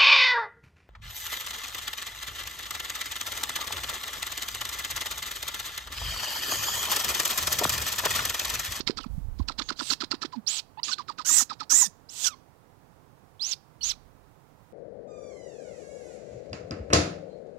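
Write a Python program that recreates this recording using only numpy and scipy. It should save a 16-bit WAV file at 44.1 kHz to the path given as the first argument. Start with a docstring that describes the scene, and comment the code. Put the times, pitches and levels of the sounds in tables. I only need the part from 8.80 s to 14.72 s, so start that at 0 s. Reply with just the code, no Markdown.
"""A forest edge, close to a stick nest: owl chicks beg while an adult flies off, its wings pushing air onto the microphone.
A quick chitter of swooping squeaks and grunts runs, with gaps, through the first three seconds.
Arched whistles with turbulent rasp lie over it, some as hoarse screeches; reedy lower voices sound under or after
some calls or as short separate notes. Gusts and buffets are shaped low noise and short tones; reflections and short
tails set the birds among twigs and trunks. 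Nearly all of the sound is in the right channel."""
import sys
import numpy as np
from scipy import signal
from scipy.fft import rfft, irfft
from scipy.io import wavfile

SR = 44100
rng = np.random.default_rng(int(sys.argv[2]) if len(sys.argv) > 2 else 0)


def dump(signal):
    """Clip the signal to [-1, 1] and save it as 16-bit WAV at the path in sys.argv[1]."""
    limited = np.clip(np.atleast_2d(signal).T, -1, 1)
    pcm = np.round(limited * 32767).astype(np.int16)
    wavfile.write(sys.argv[1], SR, pcm)


N = 261292
TIME = np.arange(N) / SR
# source levels in dB stand ahead of the right channel's gain


def from_db(db):
    """Decibels to gain."""
    return 10 ** (np.asarray(db) / 20)


def rms_one(x):
    """Scale to unit rms."""
    return x / np.sqrt(np.mean(np.abs(x) ** 2) + 1e-20)


def at_hz(colour, hz):
    """Gain of a spectrum at the given frequencies."""
    points, db = np.transpose(colour)
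    return from_db(np.interp(np.log(hz), np.log(points), db))


def noise(colour, size=N):
    """Noise with a given spectrum, falling away below its first point, rms 1."""
    bins = np.maximum(np.arange(size // 2 + 1) * SR / size, 1)
    gain = at_hz(colour, bins) * np.minimum(bins / colour[0][0], 1) ** 2
    return rms_one(irfft(rfft(rng.standard_normal(size)) * gain, size))


def wobble(rate_hz, size):
    """Random motion up to a given rate, rms 1."""
    sos = signal.butter(2, min(rate_hz, SR / 4), fs=SR, output="sos")
    run_in = SR // 10
    return rms_one(signal.sosfilt(sos, rng.standard_normal(size + run_in))[-size:])


def phase_of(hz):
    """Running phase of a moving pitch, from a random start."""
    return 2 * np.pi * (np.cumsum(hz) / SR + rng.random())


def swell(t, half_length):
    """A bell-shaped rise and fall about t = 0."""
    return np.exp(-.5 * (t / half_length) ** 2)


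def step(t, duration_s):
    """A smooth step from 0 to 1 about t = 0."""
    return .5 + .5 * np.tanh(.5 * t / duration_s)


def ramp(t, duration_s):
    """1 at t = 0, easing to 0 after the given time."""
    return np.clip(1 - t / duration_s, 0, 1) ** 1.45


def stretch(start_s, length_s):
    """The samples that a sound spans, the time since its start, and its progress from -1/2 to 1/2."""
    t = TIME[:int(length_s * SR)]
    first = int(start_s * SR)
    return slice(first, first + len(t)), t, t / length_s - .5


def blend(share, *pairs):
    """Values part of the way between the two ends of each pair."""
    return [a + np.clip(share, 0, 1) * (b - a) for a, b in pairs]


def forest():
    """The quiet forest in the distance: steady noise, strongest in the lows."""
    # spectrum of the forest air: f/Hz, relative level per Hz/dB
    forest_colour = [(15, -30.5), (25, -9.5), (64, -8), (86, -4), (156, -2), (204, -11), (260, -8),
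                     (340, -12.5), (421, -11), (631, -14.5), (703, -12.5), (945, -13.5), (2920, -33.5),
                     (10400, -40.5), (15500, -38)]
    return from_db(-59.5) * noise(forest_colour)


def swoop(t, squeak_hz, hurry, squeak_db, rasp_db):
    """One chitter note: a U of pitch whose overtones and hiss pass through the throat's resonances."""
    # throat resonances: f/Hz, relative level per Hz/dB
    throat = [(250, 1), (620, -19), (1000, -5), (1600, -5), (2100, -10.5), (3000, -10), (3600, -2.5),
              (4600, 1.5), (5400, -4.5), (6200, -16.5), (7300, -15.5), (8300, -26), (9200, -38.5),
              (15000, -36)]
    hurry = np.clip(hurry, 0, 1)
    # pairs are (drawn-out note, hurried note)
    dive_lead_s, drop_octaves = blend(hurry, (0.016, .0165), (0.17, 1.7))
    squeak_half_s, peak_db, glide_db = blend(hurry, (0.0079, 0.0029), (0, 3), (-25, -22))
    hiss_in_db, hiss_squeak_db, hiss_out_db = blend(hurry, (0.5, 5), (-2.5, -4), (-4, -5))

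    # the pitch dives onto the squeak, drops below it and climbs out again, sagging throughout
    dive = 2.05 * step(-t - dive_lead_s, .0018)
    sag = 5.5 * t  # octaves, at 5.5 per second
    drop = drop_octaves * step(t - 0.0061, 0.001608)
    climb = (drop_octaves + 2.1) * step(t - 0.024, .0028)
    hz = squeak_hz * 2 ** (dive - sag - drop + climb)
    jitter = .045 * (1 + .5 * hurry)
    phase = phase_of(hz * (1 + jitter * wobble(600, len(t))))

    overtones = np.zeros(len(t))
    for k in range(2, 8):
        flicker = from_db(3 * wobble(120, len(t)))
        audible = k * hz < SR / 2
        overtones += np.sin(k * phase) * at_hz(throat, k * hz) * audible * flicker
    hiss_share = 0.26
    rasp = (np.sqrt(1 - hiss_share) * from_db(-4) * overtones
            + np.sqrt(hiss_share) * noise(throat, size=len(t)))
    rasp = rasp * rms_one(from_db(3.7 * wobble(253, len(t))))

    # the tone peaks on the squeak and stays faint on the way in and out
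    tone_level = from_db(peak_db) * swell(t, squeak_half_s) + from_db(glide_db)
    # the rasp bursts as the pitch dives, on the squeak and as it climbs
    rasp_level = (from_db(hiss_in_db) * swell(t + .011, 0.0057)
                  + from_db(hiss_squeak_db) * swell(t, squeak_half_s)
                  + from_db(hiss_out_db) * swell(t - .02, 0.0057))
    tone = np.sqrt(2) * np.sin(phase) * from_db(squeak_db) * tone_level
    note = tone + rasp * from_db(rasp_db) * rasp_level
    # the note spans 28 ms before its squeak to 37 ms after
    return note * (1 - ramp(t + 0.028, 0.016)) * (1 - ramp(.037 - t, 0.01205))


def grunt(t, half_s, hz):
    """A few slow cycles of the slack membrane, sagging in pitch, each letting out a tiny puff."""
    # spectrum of a puff: f/Hz, relative level per Hz/dB
    puff_colour = [(400, 2), (1200, 4), (2200, -15), (4500, -11.5), (6500, -19), (12000, -43)]
    phase = phase_of(hz * np.exp(-0.088 * np.clip(t / half_s, -3, 3)))
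    puffs = np.maximum(np.cos(phase), 0) ** 6 * noise(puff_colour, size=len(t))
    puff_level = from_db(-11) * (hz / 300) ** 4  # stronger in a higher grunt
    return np.sqrt(2) * (np.cos(phase) + puff_level * puffs) * swell(t, half_s)


def chitter():
    """Runs of swoops, about ten a second, each with a low grunt of its own."""
    # chitter notes: squeak t/s, squeak f/Hz, hurry (0-1), squeak level/dB, rasp level/dB,
    # grunt delay/s, grunt half-length/s, grunt mid f/Hz, grunt level/dB
    chitter_notes = [(-.012, 1430, 0.99, -30.5, -28, 0.049, 0.0023, 259, -53),
                     (0.088, 1368, 1, -45, -29, .011, 0.0014, 337, -20.5),
                     (0.189, 1340, 0.96, -36.5, -34.5, 0.015, 0.0048, 284, -44),
                     (0.244, 1300, 1, -43.5, -49, 0.022, 0.0034, 217.4, -33.5),
                     (0.604, 1064, 0.88, -44.5, -52.5, -.004, 0.0022, 240.3, -28),
                     (0.698, 1300, 0.83, -35, -37, 0.0098, 0.004, 282, -44.5),
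                     (.801, 1371, 0.94, -35.5, -30.5, 0.014, 0.004, 290, -38),
                     (0.905, 1396, 1, -32.5, -34, 0.011, 0.0025, 299, -35),
                     (1.009, 1381, 0.97, -33.5, -32, 0.014, 0.0042, 290.3, -36.5),
                     (1.116, 1380, 1, -35, -29.5, 0.012, 0.0044, 284, -36.5),
                     (1.223, 1409, 1, -36.5, -30.5, 0.015, 0.0029, 310, -33),
                     (1.328, 1380, 1, -34.5, -32, 0.013, 0.0031, 307, -31),
                     (1.435, 1344, 0.95, -36, -30.5, 0.017, 0.0032, 309.5, -32),
                     (1.54, 993, 0.04, -40, -50, 0.041, 0.011, 231, -34),
                     (2.094, 1186, 0, -38, -37.5, 0.011, 0.014, 326, -74),
                     (2.198, 1154, 0.01, -34.5, -43, -0.0023, 0.011, 330, -57),
                     (2.298, 1198, 0.16, -33.5, -43.5, -0.00012, 0.011, 347, -54),
                     (2.399, 1267, 0.11, -34, -39, -0.007, 0.0068, 304.3, -50),
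                     (2.501, 1273, 0.19, -36.5, -40.5, 0.018, 0.0073, 277.2, -49.5),
                     (2.608, 1285, 0.45, -35.5, -42, 0.017, 0.0044, 267, -43),
                     (2.714, 1268, 0.32, -34.5, -39, 0.016, 0.0047, 245.6, -52.5),
                     (2.815, 1275, 0.3, -35.5, -39, 0.01, 0.0099, 280, -52.5),
                     (2.923, 1280, 0.23, -36, -48, .014, 0.0053, 270, -45),
                     (3.027, 1013, 0.08, -37, -46, 0.05, 0.0081, 198.4, -48)]
    out = np.zeros(N)
    for s, hz, hurry, squeak_db, rasp_db, delay_s, half_s, low_hz, low_db in chitter_notes:
        near = np.abs(TIME - s) < .1
        t = TIME[near] - s
        out[near] += swoop(t, hz, hurry, squeak_db, rasp_db)
        out[near] += from_db(low_db) * grunt(t - delay_s, half_s, low_hz)
    return out


def wings():
    """Low gusts rise quickly and die away, with a buffet where a wing stroke's air hits the microphone."""
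    # gusts of air over the microphone: peak t/s, level/dB, time to fall 60 dB/s
    gusts = [(0, -49, 2.3), (.34, -35.5, 1.45), (.61, -40, 0.22), (5.06, -49.5, 1.12)]
    # wing buffets: t/s, f/Hz, half-length/s, level/dB
    buffets = [(.005, 288, 0.0014, -29.5), (0.382, 125, 0.0024, -26.5), (0.456, 69.5, 0.008, -33),
               (0.488, 51.75, 0.0032, -27), (0.616, 67.4, 0.0074, -24)]
    # spectrum of the draught: f/Hz, relative level per Hz/dB
    draught_colour = [(15, -11.5), (30, 3.5), (52, 3), (85, -7.5), (130, -16.5), (250, -24.5), (600, -56)]
    draught = np.zeros(N)
    for s, db, t60 in gusts:
        rise = swell(np.minimum(TIME - s, 0), 0.037)
        draught += from_db(db - 60 * np.maximum(TIME - s, 0) / t60) * rise
    out = draught * noise(draught_colour)
    for s, hz, half_s, db in buffets:
        tone = np.sin(2 * np.pi * (hz * TIME + rng.random()))
        out += np.sqrt(2) * from_db(db) * swell(TIME - s, half_s) * tone
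    return out


def undertone(row):
    """A reedy lower voice on a shallow arch of pitch, whose overtones flicker and change as it is pressed."""
    # harmonics of the voice from the fundamental up, overtones ahead of their boost: level/dB
    harmonics_db = [-2, -2, -2, -5, -6, -31]
    start_s, length_s, start_hz, end_hz, arch_hz, level_db, swell_db, boost_db, boost_change_db = row
    span, t, progress = stretch(start_s, length_s)
    hz = start_hz + (end_hz - start_hz) * t / length_s + arch_hz * (1 - (2 * progress) ** 2)
    size, out = len(hz), np.zeros(N)
    phase = phase_of(hz * (1 + 0.031 * wobble(391, size)))
    pressed_db = boost_db + boost_change_db * progress
    voice = np.zeros(size)
    for k, db in enumerate(harmonics_db, 1):
        if k > 1:
            db = db + pressed_db + 4 * wobble(65, size)
        voice += np.sin(k * phase) * from_db(db)
    edge_s = 0.0017
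    edges = (1 - ramp(t, edge_s)) * (1 - ramp(length_s - t, edge_s))
    out[span] = np.sqrt(2) * voice * from_db(level_db + swell_db * progress) * edges
    return out


def beg(row):
    """An arched whistle, mostly thinner at its top; roughness shakes it, and turbulent rasp surrounds it."""
    # spectra of the rasp in a clear and in a hoarse call: f/Hz, relative level per Hz/dB
    peep_rasp = [(700, -7), (1300, -3), (1900, -7), (2900, 8), (4500, 10.5), (6500, 2), (8000, -0.5),
                 (8800, -14), (10400, -10.5), (11300, -37), (13000, -16), (15500, -29.5)]
    screech_rasp = [(300, -14.5), (700, -11.5), (1200, -4), (2600, -8.5), (4500, -8.5), (6000, 10),
                    (7800, 9), (8800, -2.5), (10400, -2), (11400, -7), (14000, -1), (15700, -20.5)]
    (start_s, rise_s, fall_s, start_hz, top_hz, end_hz, steepness, hoarse, attack_s,
     tone_db, tone_swell_db, thin_db, accent_db, surge_db, hiss_db, hiss_swell_db) = row
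    hoarse = np.clip(hoarse, 0, 1)
    # pairs are (clear call, hoarse call)
    release_s, = blend(hoarse ** 3, (0.0075, 0.059))
    rough, rough_growth = blend(hoarse, (.3, .48), (.4, -.2))
    chaos_share, rasp_lag = blend(hoarse, (0.069, 0.43), (1.12, 0.25))

    span, t, progress = stretch(start_s, rise_s + fall_s)
    left_s = rise_s + fall_s - t
    rise_hz = (top_hz - start_hz) * np.maximum(1 - t / rise_s, 0) ** steepness
    fall_hz = (top_hz - end_hz) * np.maximum(1 - left_s / fall_s, 0) ** 1.5
    hz = top_hz - rise_hz - fall_hz
    strain = np.exp(-np.abs(top_hz - hz) / 901.7)  # 1 at the top of the arch

    # a call swells from 22 dB down; a last push comes just before the end
    attack_depth_db = 22
    push_db = surge_db * swell(left_s - .016, 0.0099)
    release_db = 28 * ramp(left_s, release_s)
    accent = accent_db * swell(t - attack_s, .004)
    whistle_db = (tone_db + tone_swell_db * progress - thin_db * strain + accent
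                  + push_db - attack_depth_db * ramp(t, attack_s) - release_db)
    rasp_db = (hiss_db + hiss_swell_db * progress + 0.5 * push_db
               - attack_depth_db * ramp(t, 0.01 + rasp_lag * attack_s) - 0.59 * release_db)

    # a clear call turns rougher at the top of its arch
    rough = np.clip(rough + rough_growth * progress + 0.15 * strain * (1 - hoarse), 0, 1)
    size, out = len(hz), np.zeros(N)
    # a rough whistle breaks up into fragments, less so the hoarser the call
    whistle_db = whistle_db + 4.5 * rough * (1 - hoarse) * (wobble(90, size) - .5)
    phase = phase_of(hz * (1 + 0.07 * rough * wobble(700, size) + 0.0084 * wobble(90, size)))
    octave = from_db(-29) * np.sin(2 * phase) * wobble(900, size)
    whistle = np.sqrt(2) * (np.sin(phase) + octave) * from_db(whistle_db)

    # part of the rasp is chaotic motion of the membrane, so it follows the pitch
    skirt_hz = 1120
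    chaos = wobble(skirt_hz, size) * np.sin(phase) + wobble(skirt_hz, size) * np.cos(phase)
    hiss = (np.sqrt(1 - hoarse) * noise(peep_rasp, size=size)
            + np.sqrt(hoarse) * noise(screech_rasp, size=size))
    rasp = (np.sqrt(chaos_share) * chaos + np.sqrt(1 - chaos_share) * hiss) * from_db(rasp_db)
    flutter = rms_one(from_db(3.5 * rough * np.minimum(wobble(220, size), 1)))
    out[span] = (whistle + rasp) * flutter * signal.windows.tukey(size, .02)
    return out


def forest_echo(x):
    """Near surfaces reflect the calls; twigs and the forest beyond scatter short tails."""
    # reflections from near surfaces: delay/s, level/dB
    reflections = [(.0012, -26.5), (.0029, -27), (.0047, -23), (.0083, -25.5)]
    # scattered tails: time to fall 60 dB/s, level/dB, treble level at 15 kHz against the lows/dB
    tails = [(.11, -12, 5), (0.401, -33.5, -32.5)]
    response = np.zeros(SR)
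    for t60, db, treble_db in tails:
        tail_colour = [(100, 0), (5000, 0), (15000, treble_db)]
        tail = noise(tail_colour, size=SR) * from_db(-60 * TIME[:SR] / t60)
        response += from_db(db) * tail / np.sqrt(np.sum(tail ** 2))
    for delay_s, db in reflections:
        response[int(delay_s * SR)] += from_db(db)
    return signal.fftconvolve(x, response)[:N]


def scene():
    """The birds close by, the wing draught and the quiet forest, all on one microphone."""
    # arches of pitch in the begging calls; the one at 5.008 s is the broken start of the next:
    # start t/s, rise/s, fall/s, start f/Hz, top f/Hz, end f/Hz,
    # steepness of the rise, hoarseness (limited to 0-1), attack/s, whistle level/dB, whistle swell/dB,
    # whistle loss at the top/dB, opening accent/dB, closing surge/dB, rasp level/dB, rasp swell/dB
    begging_arches = [(.8, 0.03, 0.087, 6400, 6570, 6100, 1.4, 0, .03, -54.5, -2.5, 1.5, 0, 0, -59.5, 3),
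                      (0.957, .1, 0.086, 3580, 8560, 4410, 2.3, 0.13, 0.0043, -48, 30, 5, 9, 4.5, -43, 24.5),
                      (1.664, .095, 0.047, 3700, 7770, 3100, 3.4, 0.05, 0.014, -32.5, -16.5, 5, 2.5, 2, -35.5, -1),
                      (2.0308, 0.054, 0.064, 4140, 7040, 3024, 4.2, 0, 0.0014, -35.5, -8, 10, 7.5, 9.5, -39.5, -4.5),
                      (4.594, .109, .041, 3220, 6780, 3780, 1.67, 0.06, 0.031, -30.5, -5.5, 7, -1, 3.5, -42, 10),
                      (5.008, 0.023, 0.009, 4230, 4475, 4400, 1.9, 0.02, .008, -35.5, 2.5, -1.5, -2, -2.5, -50, 0),
                      (5.029, 0.054, .042, 5360, 6860, 2573, 1.7, 0.09, 0.0038, -31, -1.5, 1, 1, 1, -37, 5),
                      (2.446, 0.11, .082, 5517, 7730, 5410, 1.7, 0.96, 0.032, -24.5, 8, -0.5, -7, 5, -24.5, 10.5),
                      (2.895, 0.095, 0.085, 5505, 7480, 4910, 1.44, 1.01, 0.019, -20, 1, 2, -5.5, 1.5, -25, -2),
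                      (3.286, 0.075, 0.13, 3800, 7860, 5300, 3.2, 0.6, .008, -35, 24, 18.5, 1.5, 3.5, -39.5, 28)]
    # lower voices, some under or after calls, others short separate notes among the chitter:
    # start t/s, length/s, start f/Hz, end f/Hz, arch/Hz, level/dB, swell/dB, overtone boost/dB, boost change/dB
    lower_voices = [(0.073, 0.011, 2280, 2010, 35, -34.5, -1, -26, 8),
                    (0.213, 0.039, 2840, 2160, 404, -53.5, -4, -18, 8),
                    (1.973, 0.028, 915, 1070, -111, -40.5, 5.5, -19.5, 4.5),
                    (2.115, .02, 1477, 1492, 35, -37.5, -8, -1, 7),
                    (2.449, .18, 1394, 1657, 438.5, -45, -0.5, -4.5, -2),
                    (2.899, 0.17, 1402, 1727, 399, -45, -3.5, -3, 13.5),
                    (3.443, .047, 1778, 1394, -90.5, -41, 15, 3.5, -24.5),
                    (3.489, 0.059, 1305, 990, 87, -48.5, 1.5, -11.5, -5.5),
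                    (5.009, .014, 2995, 3050, -25.5, -45, -1.5, -25.5, -4),
                    (5.112, 0.031, 1614, 1110, 11, -58, 3, 2, -8)]
    # spectrum of the faint noise on the left: f/Hz, relative level per Hz/dB
    left_colour = [(20, -5), (150, -9.5), (500, -17), (2000, -11), (15000, -17.5)]
    birds = chitter()
    birds += sum(undertone(row) for row in lower_voices)
    birds += sum(beg(row) for row in begging_arches)
    microphone = birds + forest_echo(birds) + wings() + forest()
    # the left channel carries only a thin leak of the microphone and a faint steady noise
    thin = signal.butter(1, 118, "high", fs=SR, output="sos")
    leak = signal.sosfilt(thin, microphone)
    left = from_db(-37) * leak + from_db(-71) * noise(left_colour)
    right = from_db(6) * microphone
    return np.array([left, right])


def record(dry):
    """The recorder cuts the top steeply, above 15.8 kHz."""
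    steep_cut = signal.ellip(12, .1, 90, 15800, fs=SR, output="sos")
    return signal.sosfilt(steep_cut, dry)


dry = scene()
out = record(dry)
dump(out)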